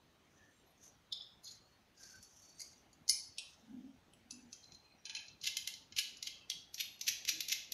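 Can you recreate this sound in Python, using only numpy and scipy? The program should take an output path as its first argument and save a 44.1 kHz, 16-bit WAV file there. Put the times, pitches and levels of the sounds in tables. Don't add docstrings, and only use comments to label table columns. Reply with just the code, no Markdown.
import sys
import numpy as np
from scipy import signal
from scipy.fft import rfft, irfft
from scipy.io import wavfile
from scipy.ndimage import uniform_filter1d

SR = 44100
rng = np.random.default_rng(int(sys.argv[2]) if len(sys.argv) > 2 else 0)


def natural_amplitude(level_db):
    exponent = np.asarray(level_db, float) / 20
    return 10 ** exponent


def inscribe(sig):
    pcm = np.round(np.clip(np.atleast_2d(sig).T, -1, 1) * 32767)
    wavfile.write(sys.argv[1], SR, pcm.astype(np.int16))


N = 340893
GATE_DB = 3.5


def evened(x):
    return x / np.sqrt(np.mean(x ** 2) + 1e-20)


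def read(points, hz):
    f, value = np.transpose(points)
    return np.interp(np.log(hz + 1), np.log(f + 1), value)


def add(mix, s, sound):
    part = mix[round(s * SR):][:len(sound)]
    part += sound[:len(part)]


def coloured(x, db):
    log = np.log(natural_amplitude(np.maximum(db, db.max() - 95.0)))
    mirrored = np.r_[log, log[-2:0:-1]]
    phase = -signal.hilbert(mirrored).imag[:len(log)]
    response = irfft(np.exp(log + 1j * phase))
    return signal.oaconvolve(x, response)[:len(x)]


def resonate(x, hz, width):
    turn = np.exp(2j * np.pi * np.cumsum(hz * np.ones(len(x))) / SR)
    r = np.exp(-np.pi * width / SR)
    return 2 * (turn * signal.lfilter([1 - r], [1, -r], x / turn)).real


def fuzzy(width):
    return lambda hz: resonate(resonate(rng.standard_normal(len(hz)), hz, width), hz, width)


def stroke(rows, source):
    s, level_db, hz = np.transpose(rows)
    t = np.arange(s[0], s[-1], 1 / SR)
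    sound = evened(source(np.interp(t, s, hz)))
    return s[0], natural_amplitude(np.interp(t, s, level_db)) * sound * signal.windows.tukey(len(t), .1)


def swells(rows, source, ends_db, curve):
    mix, u = np.zeros(N), np.linspace(-1, 1, num=21)
    for s, db, hz, rise_s, fall_s in rows:
        times = s + u * np.where(u < 0, rise_s, fall_s)
        levels = db + ends_db * abs(u) ** curve
        add(mix, *stroke(np.transpose([times, levels, hz + 0 * u]), source))
    return mix


def impact_train(own, t, strength):
    impacts = own.standard_normal(len(t)) * (own.random(len(t)) < .15) * strength
    impacts[1500] += .7
    snap = own.standard_normal(len(t)) * natural_amplitude(-60 * np.arange(len(t)) / SR / .007)
    z = rfft(impacts) * rfft(snap)
    z = z / np.sqrt(abs(uniform_filter1d(abs(z) ** 2, size=35)) + 1e-9)
    z = z / abs(z) ** 0.4
    return irfft(z) * uniform_filter1d(strength + .002, size=60) ** 0.22


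# frequency in Hz, bandwidth in Hz, level in dB.
FIRST = [(3500, 43, 0), (3740, 120, -8), (4270, 56, -16), (4840, 33, -12), (5250, 34, -5), (5430, 20, -19),
         (6320, 34, -29), (6810, 58, -19), (7390, 76, -40), (8670, 57, -29), (10700, 39, -36)]
# frequency in Hz, bandwidth in Hz, level in dB.
BINDING = [(3510, 47, -10), (4170, 36, -1), (4340, 44, 0), (4950, 26, -7), (5100, 35, -3), (6080, 60, -6),
           (6390, 100, -7), (6790, 46, -7), (10200, 38, -11), (11100, 44, -20), (11400, 53, -21),
           (11700, 53, -20)]
# frequency in Hz, bandwidth in Hz, level in dB.
PLATE = [(2120, 38, -11), (2400, 57, -12), (4510, 79, 0), (4760, 89, 0), (5220, 59, -5), (5910, 48, -3),
         (6390, 56, -2), (6820, 97, -2), (7900, 44, -17), (8120, 31, -16), (8590, 33, -8), (9440, 31, -10),
         (9790, 47, -21), (11100, 39, -3)]
# frequency in Hz, bandwidth in Hz, level in dB.
CRACKED = [(2130, 28, -14), (3010, 26, -14), (4540, 30, -1), (5230, 42, 0), (6010, 72, -6), (6400, 39, -5),
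           (6720, 170, -6), (7930, 61, -13), (8580, 64, -12), (9460, 42, -8), (9800, 27, -5),
           (10100, 34, -10), (11100, 29, -10), (11900, 36, -20)]
# frequency in Hz, bandwidth in Hz, level in dB.
PRESSED = [(2770, 37, -2), (3480, 38, 0), (3720, 55, 0), (3910, 56, -2), (4840, 130, -8), (5370, 33, -6),
           (5560, 52, -8), (5790, 34, -4), (7930, 38, -9), (8600, 31, -7), (9460, 48, -11), (9790, 26, -8),
           (11200, 80, -20), (12400, 36, -21)]
# frequency in Hz, bandwidth in Hz, level in dB.
EASED = [(2650, 49, -7), (3340, 37, -12), (4150, 110, -5), (4710, 150, -2), (5210, 54, -4), (6080, 76, 0),
         (6400, 51, -2), (6830, 61, -2), (7030, 91, -7), (9470, 42, -17), (9800, 42, -3), (10100, 27, -11),
         (11000, 35, -11), (11100, 33, -9)]
# frequency in Hz, bandwidth in Hz, level in dB.
SLACK = [(1640, 82, -13), (2490, 52, -6), (2650, 37, -5), (3120, 69, -4), (3470, 46, -8), (4150, 63, 0),
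         (4770, 150, -10), (5230, 190, -8), (5840, 36, -11), (6060, 100, -10), (6380, 57, -12),
         (6800, 84, -10), (9800, 33, -18), (11100, 31, -24)]
# frequency in Hz, bandwidth in Hz, level in dB.
LOOSE = [(1690, 38, -11), (2130, 37, -5), (3110, 42, 0), (3290, 43, -6), (3490, 46, -6), (4140, 49, -1),
         (4570, 74, -4), (5160, 84, -2), (5410, 43, -7), (6060, 75, -6), (6840, 60, -4), (8620, 42, -20),
         (9790, 53, -16), (11100, 58, -12)]
# frequency in Hz, bandwidth in Hz, level in dB.
HELD = [(2130, 32, -7), (3320, 48, -2), (3490, 110, 0), (3860, 29, -3), (4130, 63, -3), (4540, 38, -3),
        (5170, 30, -5), (6100, 61, -4), (6740, 73, -10), (7930, 46, -23), (8590, 35, -19), (9460, 31, -17),
        (9790, 31, -14), (11300, 24, -19)]
# frequency in Hz, bandwidth in Hz, level in dB.
FLYING = [(2150, 34, -10), (2360, 30, -8), (2640, 40, -2), (2990, 32, -6), (3490, 210, -5), (3880, 170, -7),
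          (4310, 47, -7), (4640, 160, -4), (5210, 180, -7), (5530, 54, -8), (5780, 30, -3), (6080, 56, 0),
          (6820, 150, -8), (11400, 140, -10)]
# frequency in Hz, level in dB per Hz.
FIRST_GRIP = [(2890, -29.5), (3060, -8), (3610, 3.5), (4390, -23), (5200, -21), (7020, -26), (7820, -45),
              (9140, -37)]
# frequency in Hz, level in dB per Hz.
STUCK = [(1500, -32.5), (2570, -30.5), (4020, -2.5), (4660, 2.5), (5500, -11.5), (6620, 4), (7750, -22),
         (11400, -4.5)]
# frequency in Hz, level in dB per Hz.
BREAKS_FREE = [(1880, -29.5), (2800, -23.5), (3010, 1), (3320, -14), (4670, 3.5), (6940, 2.5), (7480, -14),
               (10100, -8)]
# frequency in Hz, level in dB per Hz.
REGRIP = [(1500, -38), (2200, -27), (2550, 2), (3500, 0.5), (6800, -8.5), (7400, -32), (10000, -23.5),
          (12400, -6)]
# frequency in Hz, level in dB per Hz.
CREEPS = [(1500, -30), (2370, -26), (2620, -0.5), (6250, -6.5), (8050, 7.5), (8970, -27.5), (10100, 0),
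          (12000, -7)]
# frequency in Hz, level in dB per Hz.
SLACKENS = [(1450, -30), (1700, -20), (2200, -12.5), (3000, 0), (6900, 1.5), (7500, -38), (10000, -33),
            (12000, -38)]
# frequency in Hz, level in dB per Hz.
LIFTS_OFF = [(1450, -18.5), (1700, -9), (2200, -2.5), (3000, 5.5), (6900, 4), (7500, -21), (10000, -27),
             (12000, -27)]
# frequency in Hz, level in dB per Hz.
SPINS = [(1140, -25.5), (1670, -22), (1860, -15), (2150, -4), (4080, 1.5), (6700, 0), (8050, -22),
         (11400, -11)]
# frequency in Hz, level in dB per Hz.
STEADIED = [(1880, -28.5), (2070, -9), (2480, -16), (3610, -1), (6040, 5), (8980, -32), (9470, -19.5),
            (11700, -14)]
# frequency in Hz, level in dB per Hz.
FLICKED = [(1200, -21.5), (1710, -8.5), (2570, 2), (3420, 5), (5500, -2.5), (5980, 3.5), (9290, -17.5),
           (11600, 2.5)]
# start in seconds, modes, crack spectrum, ring level in dB, longest t60 in seconds.
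GRIPS = [(0, FIRST, FIRST_GRIP, -23, 0.06), (1.4, BINDING, STUCK, -15, 0.078),
         (1.9, PLATE, STUCK, -15.5, 0.034), (3.0, CRACKED, BREAKS_FREE, -18, 0.14),
         (3.3, PRESSED, REGRIP, -17.5, 0.054), (4.0, EASED, CREEPS, -10, 0.034),
         (4.6, SLACK, SLACKENS, -10, 0.07), (5.0, SLACK, LIFTS_OFF, -6.5, 0.06),
         (5.43, LOOSE, SPINS, -22, 0.045), (6.45, HELD, STEADIED, -20.5, 0.047),
         (6.7, FLYING, FLICKED, -25.5, 0.047)]
# frequency in Hz, level in dB.
CRACK_ENDS = [(600, -24.5), (1300, -6.5), (12000, 1.5), (15500, -39)]


def knock(row, chatter_s, lead_s, seed):
    s, peak_db, ring_hz, weight_db, high_db = row
    _, modes, crack, ring_db, longest_s = [grip for grip in GRIPS if grip[0] <= s][-1]
    own = np.random.default_rng(seed)
    t = np.arange(-1500, 1500) / SR
    strength = np.where(t < 0, np.exp(t / lead_s), np.exp(-t / chatter_s))
    strength += natural_amplitude(-30) * (t > -.007) * (t < 0)
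    drive = impact_train(own, t, strength)

    age = np.arange(8000) / SR
    body = 7.9 * (age == 0)
    touch_db = 1.8 * own.standard_normal(30)
    splits = own.uniform(-.02, .02, 30)
    for (f, width, db), luck_db, split in zip(modes, touch_db, splits):
        level_db = db - read(crack, f) + luck_db + ring_db
        t60_s = np.clip(3.0 / width, .015, longest_s)
        pair = np.sin(2 * np.pi * f * age) + 0.45 * np.sin(2 * np.pi * f * (1 + split) * age)
        body += natural_amplitude(level_db - 60 * age / t60_s) * pair
    body += natural_amplitude(-27.0 - 60 * age / 0.078) * np.sin(2 * np.pi * ring_hz * age)

    hz = np.fft.rfftfreq(1024, 1 / SR)
    low_slope_db = -2
    tilt = [(2300, weight_db - low_slope_db), (3200, weight_db + low_slope_db),
            (4500, 0), (6900, 0), (7800, high_db)]
    colour_db = read(crack, hz) + read(CRACK_ENDS, hz) + read(tilt, hz)
    colour_db -= 6.0 * np.minimum(abs(np.log2((hz + 1) / ring_hz)), .8)
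    colour_db += 1.0 * evened(uniform_filter1d(own.standard_normal(len(hz)), size=9))
    sound = coloured(signal.fftconvolve(drive, body), colour_db)
    return s + t[0], natural_amplitude(peak_db) * sound / abs(sound).max()


# start in seconds, peak in dB, strongest ring in Hz, brightness above
# 8 kHz in dB, run-up in seconds.
SLAMS = [
    (5.4429, -31.5, 4060, 0.5, 0.0025),
    (5.4735, -19.5, 3330, 1, 0.017),
    (5.99, -19, 3010, 3, 0.025),
    (6.273, -29, 3330, -1, 0.0035),
    (6.747, -42, 6250, 1.5, 0),
    (6.8068, -26, 3720, -4, 0.026),
    (7.085, -19.5, 6430, -5.5, .018),
    (7.2917, -20, 5930, -7, 0.015),
    (7.5254, -19.5, 5880, -6.5, 0.028),
]


def slam_rows():
    weight_db, run_up_db, dull_db = 2, -11.5, -7
    slams, run_ups = [], []
    for s, db, hz, high_db, lead_s in SLAMS:
        slams.append((s, db, hz, weight_db, high_db))
        if lead_s > .004:
            run_ups.append((s - lead_s, db + run_up_db, hz, weight_db, high_db + dull_db))
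    return slams, run_ups


# start in seconds, peak in dB, strongest ring in Hz, weight under
# 3 kHz in dB, brightness above 8 kHz in dB.
TICKS = [(0.3864, -68, 6000, 6, -18), (1.113, -61, 3740, -8, -5), (1.4335, -59, 6860, -5, -1),
         (3.374, -48, 3450, -7, -10), (1.1245, -27.5, 3690, -11.5, -1), (1.1384, -55, 3500, 14, -5),
         (1.1671, -52, 3750, -5, 8), (1.2074, -41.5, 3500, 10, 6), (1.2198, -45.5, 4000, -20, -12),
         (2.0338, -44, 4500, 7, -3.5), (2.2271, -48, 6800, -7.5, 6), (2.596, -38.5, 4920, -5, -5.5),
         (2.6031, -36.5, 6050, 6, 4), (2.6165, -35, 4850, -9, -1), (2.7314, -50, 4500, 13, -9),
         (2.9298, -54, 6170, -11, 0), (3.08, -33.5, 4730, -3, -6), (3.0896, -23.5, 7150, 2, -3),
         (3.0946, -14.5, 5120, 0, 2), (3.3831, -27, 3540, -5, 1.5), (4.1351, -51, 3480, 16.5, 11),
         (4.3077, -32, 4640, -6, 0.5), (4.5287, -35.5, 6300, -7.5, -12.5), (4.6414, -48.5, 4020, -11.5, -6),
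         (4.7201, -45.5, 3930, -5, -7), (4.7464, -48, 3930, -13.5, -5)]
# start in seconds, peak in dB, strongest ring in Hz, weight under
# 3 kHz in dB, brightness above 8 kHz in dB.
FREE_TICKS = [(5.0545, -35, 4170, -5.5, -1.5), (5.0957, -32.5, 4260, 5, 4), (5.1502, -31, 4660, 3, 2),
              (5.2816, -42.5, 4340, -11.5, -19), (5.414, -40.5, 4240, -13, -3),
              (5.5691, -24, 3160, -2, 2.5), (5.6748, -24.5, 2770, 2, 4), (5.7389, -36.5, 4100, -7, -4),
              (5.9237, -41.5, 3230, 1, -21), (6.17, -46.5, 5900, -22, -7),
              (6.2275, -28.5, 3870, -3.5, -0.5), (6.2325, -44, 6200, -8, -5), (6.5002, -24, 4110, 6, 5.5),
              (6.5145, -35.5, 3380, 23, -5), (6.298, -48, 3140, 5, -8), (6.7437, -33.5, 5560, -18, -17),
              (6.9939, -51, 4640, -18, -6), (7.012, -28, 5500, -6, -8), (7.2514, -31, 6400, 3, -7),
              (7.4059, -24, 3980, -2, -4), (7.4851, -26.5, 2580, -10, -9), (7.7214, -25.5, 3480, -8, -3)]
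# start in seconds, peak in dB, strongest ring in Hz, weight under
# 3 kHz in dB, brightness above 8 kHz in dB.
RATTLES = [(0.842, -65.5, 6060, -2, -12), (1.4446, -44.5, 6800, -9, 0.5), (1.4567, -47, 4180, -11, -26),
           (1.4763, -43, 4060, 9, -7), (1.514, -44, 6250, 0.5, -5), (1.9783, -57, 5300, -29, -13),
           (2.4254, -68, 5800, -1, 10), (5.068, -43, 3110, 4.5, -18), (5.11, -41, 3120, 4, -7),
           (4.32, -48, 5200, -6, 2), (5.168, -35.5, 2670, 0, -1), (5.19, -42.5, 3070, 1, -12),
           (3.395, -39, 3440, 6, -12)]


def nut_on_thread():
    mix = np.zeros(N)
    slams, run_ups = slam_rows()
    # rows, chatter after the contact (s), build-up before it (s)
    kinds = ((TICKS, .0022, .0004), (FREE_TICKS, .003, .0009),
             (RATTLES + slams, .006, .007), (run_ups, .022, .0018))
    for rows, chatter_s, lead_s in kinds:
        for row in rows:
            add(mix, *knock(row, chatter_s, lead_s, int(rng.integers(1 << 30))))
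    return mix


# frequency in Hz, t60 in seconds.
ROOM = [(1500, 0.51), (4000, 0.52), (7000, 0.42), (12000, 0.3)]


def room(x):
    out, t = np.zeros(N), np.arange(N) / SR
    for k in range(3):
        hz, age, z = signal.stft(rng.standard_normal(30000), SR, nperseg=128)
        decay = natural_amplitude(-60 * age / read(ROOM, hz)[:, None])
        tail = signal.istft(z * decay, SR, nperseg=128)[1]
        tail *= np.clip(np.arange(len(tail)) / SR / 0.00095 - .4, 0, 1)
        share = np.sqrt(2 / 3) * np.cos(np.pi * (t * 4 + k / 3))
        out += signal.oaconvolve(x * share, tail / np.linalg.norm(tail))[:N]
    return out


# frequency in Hz, level in dB per Hz.
RUB = [(590, -73), (1000, -14.5), (1520, -9), (1800, -15.5), (3070, -13), (3760, -12), (4410, -15.5),
       (6270, 2), (8320, -21.5), (12000, -13.5), (15000, -45)]


def rub(hz):
    n = len(hz)
    grit = rng.standard_normal(n) * natural_amplitude(2.6 * np.minimum(rng.exponential(1, n), 5))
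    grit = grit * natural_amplitude(2.5 * evened(uniform_filter1d(rng.standard_normal(n), size=700)))
    wide = evened(coloured(grit, read(RUB, np.fft.rfftfreq(1024, 1 / SR))))
    rings = sum(natural_amplitude(db / 2) * resonate(grit, f, 51.0) for f, _, db in PLATE[2:12])
    return wide + .5 * evened(resonate(wide, hz, 630.0)) + 0.23 * evened(rings)


# loudest moment in seconds, level in dB, centre in Hz, rise in seconds,
# fall in seconds.
RUBS = [(.384, -74, 6180, 0.23, 0.51), (.86, -59, 6440, 0.091, 0.1), (1.5, -61.5, 5060, 0.06, .14),
        (1.728, -81, 4365, 0.16, 0.11), (2.04, -56.5, 5230, 0.099, 0.28), (2.23, -60, 5500, 0.014, 0.067),
        (2.42, -63.5, 5780, 0.46, 0.45), (2.596, -61, 5560, 0.034, 0.3), (2.95, -77, 6250, 0.13, .03),
        (3.45, -66.5, 5170, 0.016, 0.31), (3.85, -80, 5500, 0.47, 0.22), (4.526, -65, 5960, 0.033, 0.35),
        (4.728, -68, 4750, 0.02, 0.068)]


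def rubbing():
    return swells(RUBS, rub, -21, 1.1)


# loudest moment in seconds, level in dB, centre in Hz, rise in seconds,
# fall in seconds.
SQUEAKS = [
    (.46, -70, 1767, 0.11, 0.076),
    (2.07, -70.5, 1595, 0.11, 0.041),
    (2.16, -66, 1530, 0.073, 0.053),
]


def squeaks():
    return swells(SQUEAKS, fuzzy(91.0), -9, 1.9)


# start in seconds, end in seconds, frequency in Hz, level in dB.
WHINES = [(.336, .564, 5900, -81), (.494, .64, 9070, -85), (.53, .64, 7470, -80), (.661, .727, 11440, -78),
          (.697, .76, 9600, -84), (.83, .9, 11500, -79), (.8, 1.01, 5780, -76), (1.6, 1.783, 4380, -75),
          (2.03, 2.3, 4500, -68), (2.42, 2.62, 4510, -69), (2.595, 2.666, 2170, -68),
          (4.3, 4.422, 2640, -68), (4.53, 4.65, 3200, -71), (4.665, 4.81, 4143, -68),
          (6.3, 6.49, 2650, -68), (6.33, 6.49, 3120, -68), (5.09, 5.26, 1660, -66), (4.84, 4.97, 4143, -70),
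          (3.095, 3.2, 2350, -60), (4.97, 5.05, 5720, -76), (5.13, 5.284, 11120, -77),
          (6.803, 6.976, 11580, -68), (6.168, 6.19, 11100, -72), (4.84, 4.98, 2500, -74),
          (4.63, 4.665, 4140, -62), (2.55, 2.6, 8600, -76)]


def whines():
    mix = np.zeros(N)
    for start, end, hz, db in WHINES:
        add(mix, *stroke([(start, db, hz), (end, db - 5, hz)], fuzzy(110.0)))
    return mix


# loudest moment in seconds, level in dB, centre in Hz, rise in seconds,
# fall in seconds.
CHINK = [
    (5.11, -69.5, 890, 0.071, 0.095),
    (5.65, -76.5, 898, 0.23, 0.26),
]


def freed_plate():
    return swells(CHINK, fuzzy(29.0), -8, 2.5)


# loudest moment in seconds, level in dB, centre in Hz, rise in seconds,
# fall in seconds.
BOOM = [
    (3.76, -51, 258, 0.11, 0.26),
    (3.75, -54, 216, .16, 0.22),
    (4.43, -60, 246, 0.37, 0.123),
    (7.37, -64, 324, 0.11, 0.074),
]


def draught():
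    return swells(BOOM, fuzzy(35.6), -30, 1.9)


# frequency in Hz, level in dB per Hz.
AIR = [(15, -27.5), (30, -20.5), (50, -20), (82, 4), (107, 0.5), (253, -0.5), (470, -6.5), (784, -6),
       (973, -9.5), (4050, -14.5), (5160, -20), (6230, -18), (7730, -27), (11600, -28.5), (15600, -29.5)]


def air(level_db=-70, patchy_db=2.0):
    frames, hz = N // 256 + 5, np.fft.rfftfreq(1024, 1 / SR)
    a, b, patches = rng.standard_normal((frames, 513, 3)).T
    patches = evened(uniform_filter1d(uniform_filter1d(patches, 8, 0), 12, 1))
    z = (a + 1j * b) * natural_amplitude(read(AIR, hz)[:, None] + patchy_db * patches)
    hiss = signal.istft(z, nperseg=1024, noverlap=768)[1][:N]
    return natural_amplitude(level_db + GATE_DB) * evened(hiss)


def scene():
    metal = nut_on_thread()
    reverberant = natural_amplitude(-5.0) * room(metal)
    faint = rubbing() + squeaks() + whines() + freed_plate() + draught()
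    return (metal + reverberant + faint + air())[None]


def top_cut(x):
    return signal.sosfilt(signal.butter(12, 15720, fs=SR, output="sos"), x)


def record(dry):
    hz, t, z = signal.stft(dry[0], SR, nperseg=512, noverlap=384)
    power = uniform_filter1d(abs(z) ** 2, size=9, axis=1)
    power = uniform_filter1d(power, size=5, axis=0) + 1e-20
    hiss = np.percentile(power, 20, axis=1)[:, None]
    kept = np.maximum(1 - 2.1 * hiss / power, 0) ** .5
    z = z * np.maximum(kept, natural_amplitude(-GATE_DB))
    gated = signal.istft(z, SR, nperseg=512, noverlap=384)[1][None, :N]
    edge = signal.firwin(511, 15700, window=("kaiser", 9), fs=SR)
    mix = signal.oaconvolve(gated, edge[None], "same")
    return top_cut(mix)


dry = scene()
out = record(dry)
inscribe(out)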